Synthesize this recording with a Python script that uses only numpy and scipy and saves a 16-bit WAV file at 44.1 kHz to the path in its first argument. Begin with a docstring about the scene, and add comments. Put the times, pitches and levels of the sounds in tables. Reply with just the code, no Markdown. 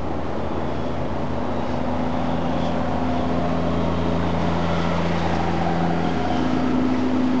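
"""Heavy six-cylinder diesel trucks roll slowly past a roadside, some tens of metres away.
Each firing of a cylinder puffs out exhaust, and the fast puffs blend into a drone whose tones swell
and fade in turn. Uneven cylinders add weaker tones in between, and the engine blocks clatter.
Trailer tyres roar and hiss, and their treads howl, sinking in pitch as they pass.
Metal on the trailers squeals and scrapes where it rubs, and rattles and clanks where it hits."""
import sys
import numpy as np
from scipy import signal
from scipy.fft import rfft, irfft, next_fast_len
from scipy.io import wavfile
from scipy.ndimage import uniform_filter1d

SR = 44100
rng = np.random.default_rng(int(sys.argv[2]) if len(sys.argv) > 2 else 0)


def waveform_to_disk(signal):
    """Save audio, clipped to [-1, 1], as 16-bit WAV at the path in sys.argv[1]."""
    frames = np.transpose(np.atleast_2d(signal))
    scaled = np.clip(frames, -1, 1) * 32767
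    samples = np.round(scaled).astype(np.int16)
    wavfile.write(sys.argv[1], SR, samples)


N = 326340
TIME = np.arange(N) / SR


def gain(db):
    """Turn decibels into a number to multiply a sound by."""
    return 10 ** (np.asarray(db) / 20)


def normalise(sound):
    """Scale a sound to an average strength (rms) of 1."""
    return sound / np.sqrt(np.mean(sound ** 2))


def curves(table):
    """Join the values in each column with straight lines over time."""
    times, *columns = np.transpose(table)
    return [np.interp(TIME, times, column) for column in columns]


def wander(per_s):
    """A smooth random wobble, roughly 1 in size, that picks per_s new values a second."""
    size = int(SR / per_s)
    steps = np.repeat(rng.standard_normal(1000)[:N // size + 1], size)[:N]
    return 1.256 * uniform_filter1d(uniform_filter1d(steps, size), size)


def shape_tone(sound, outline):
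    """Turn lows and highs up or down along rows of pitch_hz, gain_db, then normalise."""
    hz, db = np.transpose(outline)
    size = next_fast_len(N)
    pitches = np.maximum(np.fft.rfftfreq(size, 1 / SR), 1)
    gains = gain(np.interp(np.log(pitches), np.log(hz), db))
    return normalise(irfft(rfft(sound, size) * gains, size)[:N])


def count_cycles(hz):
    """How many cycles have gone by so far, at a rate that may change."""
    return np.cumsum(hz * np.ones(N)) / SR


def tone(cycles):
    """A pure tone of strength 1, starting anywhere in its cycle."""
    return np.sqrt(2) * np.sin(2 * np.pi * (cycles + rng.random()))


def ringing(hz, width_hz):
    """Noise gathered around one pitch: the narrower it is, the more it sounds like a note."""
    lowpass = signal.butter(2, width_hz / 2, fs=SR, output="sos")
    sway = signal.sosfilt(lowpass, rng.standard_normal((2, N)))
    angle = 2 * np.pi * count_cycles(hz)
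    return normalise(sway[0] * np.cos(angle) + sway[1] * np.sin(angle))


def swell(loudest_s, spread_s):
    """A bell-shaped rise and fall, about 4 dB down at spread_s either side of its top."""
    return np.exp(-.5 * ((TIME - loudest_s) / spread_s) ** 2)


def nearness(nearest_s, half_power_s):
    """The strength of something driving straight past: twice as far away is half as strong."""
    return 1 / np.hypot(1, (TIME - nearest_s) / half_power_s)


def front_to_back(ahead_db, behind_db, midway_s=6.16, turn_s=0.34):
    """The level shifts as the exhaust pipes come to be heard from behind."""
    behind = .5 + .5 * np.tanh((TIME - midway_s) / turn_s)
    return ahead_db + (behind_db - ahead_db) * behind


# How fast the engine fires: time_s, firing_hz
ENGINE_SPEED = [(0, 82.55), (1.2, 82.66), (2.6, 84.03), (4.2, 84.78), (7.4, 84.83)]

def count_firings():
    """Count the firings of a slightly unsteady engine; six make one engine cycle."""
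    firing_hz, = curves(ENGINE_SPEED)
    return count_cycles(firing_hz * (1 + 0.0014 * wander(8)))


# Tones at one, two and three times the firing rate: time_s, first_db, second_db, third_db
DRONE_LEVELS = [(0, -35, -41.5, -60), (0.5, -36, -45, -37.5), (1, -34.5, -39.5, -36.0),
                (1.6, -36.5, -45, -32.5), (2, -33.5, -36.5, -28.5), (2.35, -34, -31.5, -29.5),
                (2.8, -33.5, -32, -31), (3.1, -32.0, -36.5, -26), (3.5, -32.5, -28.5, -30),
                (3.9, -30.0, -28.5, -30.5), (4.6, -29.5, -27.0, -36), (5.1, -31.5, -25, -38.5),
                (5.4, -30.0, -29, -43), (5.85, -36, -24.5, -34.5), (6.3, -32, -34.5, -28.0),
                (6.7, -36.0, -35.5, -22.5), (7.1, -37.0, -45, -22.5), (7.4, -45, -35, -19.5)]

def drone(firings, flutter_db=0.5):
    """Exhaust puffs blend into three strong, clean tones that swell and fade in turn."""
    return sum(gain(db + flutter_db * wander(13)) * tone(multiple * firings)
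               for multiple, db in enumerate(curves(DRONE_LEVELS), 1))


# Weaker exhaust tones, at their nearest: waves_per_engine_cycle, ahead_db, behind_db
UNEVEN_TONES = [(10, -44.5, -55.5), (14, -40.5, -41), (15, -40, -46), (16, -35.5, -30), (21, -45, -36),
                (22, -44.5, -30.5), (27, -56.5, -35)]

def uneven_exhaust(firings, flutter_db=1.0):
    """The cylinders do not puff quite alike, which adds tones between the drone's overtones."""
    out = 0
    for multiple, ahead_db, behind_db in UNEVEN_TONES:
        level_db = front_to_back(ahead_db, behind_db) + flutter_db * wander(5.1)
        out += gain(level_db) * tone(multiple * firings / 6)
    return out * nearness(nearest_s=4.1, half_power_s=2.03)


# Engine and gear tones: loudest_s, spread_s, waves_per_engine_cycle, level_db
GEAR_TONES = [(0.596, 0.83, 24, -41), (1.902, .35, 16, -39.5), (1.552, .37, 68.7, -43.5),
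              (1.606, 0.3, 42.4, -40), (2.62, 0.33, 42, -38), (2.702, 1.0, 38, -37),
              (3.15, 0.65, 50, -37.5), (4.051, .3, 66, -38.5), (4.6, 0.98, 30, -37.5), (4.7, .4, 42.1, -38),
              (5.296, 0.13, 50, -36.5), (5.546, 0.5, 24, -33), (5.45, 0.16, 66.2, -39),
              (5.621, 0.19, 55, -40), (5.954, .3, 29, -38), (6.252, .33, 50.7, -33.5)]

def engine_and_gears(firings, flutter_db=1.5):
    """Clean tones follow the engine's speed, each aimed at the roadside for a while."""
    return sum(tone(multiple * firings / 6) * gain(db + flutter_db * wander(9)) * swell(at, spread)
               for at, spread, multiple, db in GEAR_TONES)


# The hum of a slower engine farther off: pitch_hz, starting_level_db
FAR_HUM = [(71.8, -41), (133, -40), (143.6, -40.5), (359, -45)]

def other_engines(fade_db_per_s=2.0, faster_hz=88):
    """A slower engine draws away; a slightly faster one briefly pulses against the near truck's drone."""
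    slower = sum(ringing(hz, width_hz=3.0) * gain(db - fade_db_per_s * TIME) for hz, db in FAR_HUM)
    faster = gain(-43) * swell(loudest_s=1.2, spread_s=0.65) * tone(faster_hz * TIME)
    return slower + faster


def echoes(sound, decay_s, count=3):
    """Sound bounces off road, tanks and trees; the paths trade places as the truck moves."""
    fade = np.exp(-TIME[:SR // 4] / decay_s)
    weights = np.array([wander(1.156) for _ in range(count)])
    weights /= np.linalg.norm(weights, axis=0)
    paths = (signal.fftconvolve(sound, rng.standard_normal(len(fade)) * fade)[:N] for _ in range(count))
    return normalise(sum(weight * normalise(path) for weight, path in zip(weights, paths)))


# The tone of the engine block: pitch_hz, gain_db
BLOCK_TONE = [(150, -36), (260, -3), (320, -7), (450, 4.5), (600, 6.5), (850, 0.5), (1300, -14),
              (2500, -27.5), (6000, -63.5)]

def block_clatter(firings, uneven_db=2.5, jitter_db=2.5, cylinders=6):
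    """Each cylinder knocks with its own strength, slightly off the even beat."""
    pulses = np.zeros(N)
    for cylinder in range(cylinders):
        beat = np.floor((firings - cylinder + .08 * rng.standard_normal()) / cylinders)
        hits = np.flatnonzero(np.diff(beat))
        cylinder_db = uneven_db * rng.standard_normal()
        pulses[hits] += gain(cylinder_db + jitter_db * rng.standard_normal(200)[:len(hits)])
    return shape_tone(echoes(pulses, decay_s=0.015), BLOCK_TONE)


def puffing(firings, depth, shaft_depth):
    """Noise that throbs with each firing and each turn of the engine's shaft (three firings)."""
    angle = 2 * np.pi * firings
    return rng.standard_normal(N) * (1 + depth * np.cos(angle) + shaft_depth * np.cos(angle / 3))


# The tone of rushing exhaust gas: pitch_hz, gain_db
RUMBLE_TONE = [(40, -31), (58, -13), (68, -11), (100, -2), (160, -4.5), (240, 2.5), (310, 2), (420, -2.5),
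               (600, -29.5), (1200, -65.5)]

def exhaust_rumble(firings):
    """Gas leaves the pipes in a low, chugging rush."""
    rush = shape_tone(puffing(firings, depth=0.68, shaft_depth=0.4), RUMBLE_TONE)
    return rush * gain(front_to_back(ahead_db=-32, behind_db=-30))


# Vehicles going by: nearest_s, half_power_s, relative_roar_db, relative_hiss_db
VEHICLES = [(0.499, 0.69, -31.5, -49.5), (2.7, 1.28, -29.5, -44), (5.02, 0.53, -30, -37.5),
            (6.699, 2.24, -31, -39.5)]

def traffic_levels():
    """Add up the power of all vehicles into two decibel curves, one for roar and one for hiss."""
    power = sum(np.outer(gain([roar_db, hiss_db]), nearness(at, half_power_s)) ** 2
                for at, half_power_s, roar_db, hiss_db in VEHICLES)
    return 10 * np.log10(power)


# The tone of the tyres' low roar and of their high hiss: pitch_hz, gain_db
ROAR_TONE = [(250, -27.5), (420, -6), (560, 0.5), (720, -2), (950, -4.5), (1150, -8.5), (1500, -17),
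             (2100, -24), (4000, -66)]
HISS_TONE = [(760, -26.5), (1300, 1.5), (1500, -4.5), (1990, -3.5), (2390, -6.5), (3210, -8.5), (4140, -14),
             (4700, -15.5), (6760, -23), (7620, -31), (8650, -48), (11200, -77.5)]

def tyres(firings, roar_db, hiss_db):
    """Rolling tyres roar and hiss, with a little engine throb mixed in."""
    roar = shape_tone(puffing(firings, depth=0.074, shaft_depth=0.028), ROAR_TONE)
    roar *= gain(roar_db - 2.0 + .5 * wander(14))
    hiss = shape_tone(puffing(firings, depth=0.062, shaft_depth=0.052), HISS_TONE)
    hiss *= gain(hiss_db + 0.78 + .5 * wander(18))
    return roar + hiss


def whistles():
    """A thin turbo-like whistle grows as the truck nears; a fainter, steady one lies above it."""
    growth = np.interp(TIME, [1.5, 4.4, 4.9, 7.4], [0.035, 0.44, 0.98, 0.79]) * gain(.7 * wander(12))
    pitch_hz = np.interp(TIME, [2.5, 4.7], [4600, 4673])
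    growing = gain(-58.5) * growth * ringing(pitch_hz, width_hz=48)
    return growing + gain(-80) * ringing(7364, width_hz=16)


# Squeals of a rubbing wheel or brake: loudest_s, spread_s, pitch_hz, width_hz, level_db
SQUEALS = [(0.759, 0.24, 3400, 160, -52.5), (1.68, .08, 2860, 110, -52), (1.617, .17, 3810, 170, -54.5),
           (2.3, 0.26, 3465, 340, -51), (2.646, 0.09, 3330, 300, -46), (3.19, 0.1, 3400, 380, -49),
           (3.901, 0.35, 3210, 260, -49), (4.2, 0.6, 3675, 300, -51.5), (2.4, 0.25, 2860, 150, -52.5),
           (4.771, 0.14, 3270, 500, -44.5), (5.225, 0.05, 3780, 300, -45), (6.041, 0.075, 3160, 219, -50),
           (6.359, 0.11, 3080, 170, -45)]

def squeals(grip, waver=0.00507, sink_per_s=.1, flutter_db=1.0):
    """Rubbing metal grips and slips, so each squeal wavers as its pitch sinks."""
    bend = 1 + waver * wander(17)
    out = 0
    for at, spread, hz, width_hz, db in SQUEALS:
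        pitch_hz = hz * bend * np.exp(-sink_per_s * (TIME - at))
        out += ringing(pitch_hz, width_hz) * gain(db) * swell(at, spread)
    return out * gain(flutter_db * grip)


# Scrapes of springs and couplings: loudest_s, spread_s, level_db
SCRAPES = [(.8, 0.13, -54.5), (1.706, .06, -52.5), (2.65, .05, -52), (4.409, 0.033, -52), (4.8, 0.075, -52),
           (5.2, 0.032, -47), (5.353, 0.016, -44), (6.35, .2, -50), (6.98, 0.06, -49)]
# Their tone: pitch_hz, gain_db
SCRAPE_TONE = [(1200, -24.5), (2000, -2), (2800, -2), (4200, -0.5), (5200, 1.5), (6600, -7), (7600, -17.5),
               (9000, -45)]

def scrapes(grip, flutter_db=2.2):
    """Dry springs and couplings rub and stutter as the trailers sway."""
    strength = sum(gain(db) * swell(at, spread) for at, spread, db in SCRAPES)
    return shape_tone(rng.standard_normal(N), SCRAPE_TONE) * strength * gain(flutter_db * grip)


# Sets of tyres whose tread sings: loudest_s, spread_s, pitch_hz, level_db
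TREADS = [(1.553, 0.72, 590.6, -38.5), (2.9, 1, 735.3, -37.5), (3.75, 0.4, 615.4, -31.5),
          (4.8, 0.39, 550, -37), (5.308, 0.13, 791.5, -31), (5.849, 0.45, 761, -33.5)]

def tread_howl(firings, sink_per_s=.07, octave_db=-14.0, throb=0.25):
    """Each tread howls and sinks in pitch as it passes, throbbing with the engine's shaft."""
    out = 0
    for at, spread, hz, db in TREADS:
        pitch_hz = hz * np.exp(-sink_per_s * (TIME - at))
        howl = ringing(pitch_hz, width_hz=100) + gain(octave_db) * ringing(2 * pitch_hz, width_hz=130)
        out += howl * gain(db) * swell(at, spread)
    return out * (1 + throb * np.cos(2 * np.pi * firings / 3))


# Notes of axles and trailer decks: loudest_s, spread_s, pitch_hz, level_db
AXLE_NOTES = [(1.65, 0.51, 915, -40.5), (3.0, 0.33, 930, -40), (3.9, 1, 1080, -40.5),
              (4.75, .2, 1390, -40.5), (4.88, 0.14, 1305, -39.5), (4.74, 0.51, 950, -38),
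              (6.7, 0.7, 395, -39.5), (6.9, 0.68, 290, -34.5), (5.05, 0.61, 1950, -45.5),
              (4.9, .6, 2160, -49.5), (6.66, .25, 1305, -41), (6.16, 0.28, 1410, -42),
              (6.1, 0.77, 1628, -46), (6.9, 0.65, 931, -40.5)]

def axle_ringing(width_hz=85):
    """Axles and decks ring, each swelling as it goes by."""
    return sum(ringing(hz, width_hz) * gain(db) * swell(at, spread) for at, spread, hz, db in AXLE_NOTES)


# Knocks of the loads and couplings: start_s, level_db, pitch_hz
KNOCKS = [(4.225, -33, 1500), (4.812, -44, 4580), (4.98, -28, 1000), (5.085, -45, 4700),
          (5.348, -40.5, 5100), (6.938, -33, 2100)]

def load_knocks(decay_s=0.014, edge_ratio=1.12):
    """Metal bumps on metal: a short burst of noise rings around one pitch."""
    out = np.zeros(N + SR)
    fade = np.exp(-TIME[:SR // 5] / decay_s)
    for start_s, db, hz in KNOCKS:
        band = signal.butter(2, [hz / edge_ratio, hz * edge_ratio], "band", fs=SR, output="sos")
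        ring = normalise(signal.sosfilt(band, rng.standard_normal(len(fade)) * fade))
        start = int(start_s * SR)
        out[start:start + len(fade)] += gain(db) * ring * np.sqrt(np.mean(fade ** 2))
    return out[:N]


def rattle(clinks_per_s=50, uneven_db=4.5, decay_s=0.032):
    """Loose chains and fittings clink at random as the trailer passes, many faint and a few clear."""
    gaps, sizes = rng.random((800, 2)).T
    hits = (np.cumsum(-np.log(gaps)) / clinks_per_s * SR).astype(int)
    taps = np.zeros(N)
    taps[hits[hits < N]] = gain(-uneven_db * np.log(sizes[hits < N] + 0.05))
    fades = signal.lfilter([1], [1, -np.exp(-1 / (decay_s * SR))], taps)  # each tap dies away
    metal_tone = [(900, -37.0), (1900, 3.5), (3300, 3.0), (6000, -14.0), (9000, -44.5)]
    clinks = shape_tone(fades * rng.standard_normal(N), metal_tone)
    return clinks * gain(-44) * swell(loudest_s=4.95, spread_s=0.21)


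def struck_metal(blows, hz, rise_s, upper_hz, upper_db, detune=0.025):
    """Each blow starts two notes that die away fast, tuned a little differently every time."""
    out, t = np.zeros(N + SR), TIME[:SR // 10]
    strength = t / rise_s * np.exp(1 - t / rise_s)
    for start_s, db in blows:
        angle = 2 * np.pi * t * (1 + detune * rng.standard_normal())
        notes = np.sin(hz * angle) + gain(upper_db) * np.sin(upper_hz * angle)
        start = int(start_s * SR)
        out[start:start + len(t)] += gain(db) * strength * notes
    return out[:N]


# Blows on a trailer deck: start_s, peak_db
CLANKS = [(5.613, -23), (5.664, -15.5), (5.676, -26), (5.805, -17.5), (5.833, -19.5), (5.846, -19),
          (5.906, -18.5), (5.973, -17.5), (5.992, -21), (6.251, -21), (6.302, -20)]

def deck_clanks():
    """A trailer deck clanks as it rides over the road."""
    return struck_metal(CLANKS, hz=728, rise_s=.0032, upper_hz=1430, upper_db=-17)


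# Taps of a chain link: start_s, peak_db
PINGS = [(6.043, -35), (6.092, -34), (6.304, -36)]

def chain_pings():
    """A loose link is struck and gives a high ping."""
    return struck_metal(PINGS, hz=3226, rise_s=0.0029, upper_hz=4800, upper_db=-11)


def scene():
    """Engines, tyres and trailers, all heard at one microphone."""
    firings = count_firings()
    roar_db, hiss_db = traffic_levels()
    engines = drone(firings) + uneven_exhaust(firings) + engine_and_gears(firings) + other_engines()
    engines += block_clatter(firings) * gain(roar_db - 6.0)  # rises and falls with the traffic
    engines += exhaust_rumble(firings) + whistles()
    wheels = tyres(firings, roar_db, hiss_db) + tread_howl(firings)
    grip = wander(45)  # squeals and scrapes flutter together
    rubbing = squeals(grip) + scrapes(grip)
    shaking = axle_ringing() + load_knocks() + rattle() + deck_clanks() + chain_pings()
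    return (engines + wheels + rubbing + shaking)[None]


def record(dry, top_hz=8700, offset=-.0514):
    """The microphone cuts the treble steeply, and its signal rests slightly below zero."""
    treble_cut = signal.ellip(10, .2, 80, top_hz, fs=SR, output="sos")
    return signal.sosfilt(treble_cut, dry) + offset


dry = scene()
out = record(dry)
waveform_to_disk(out)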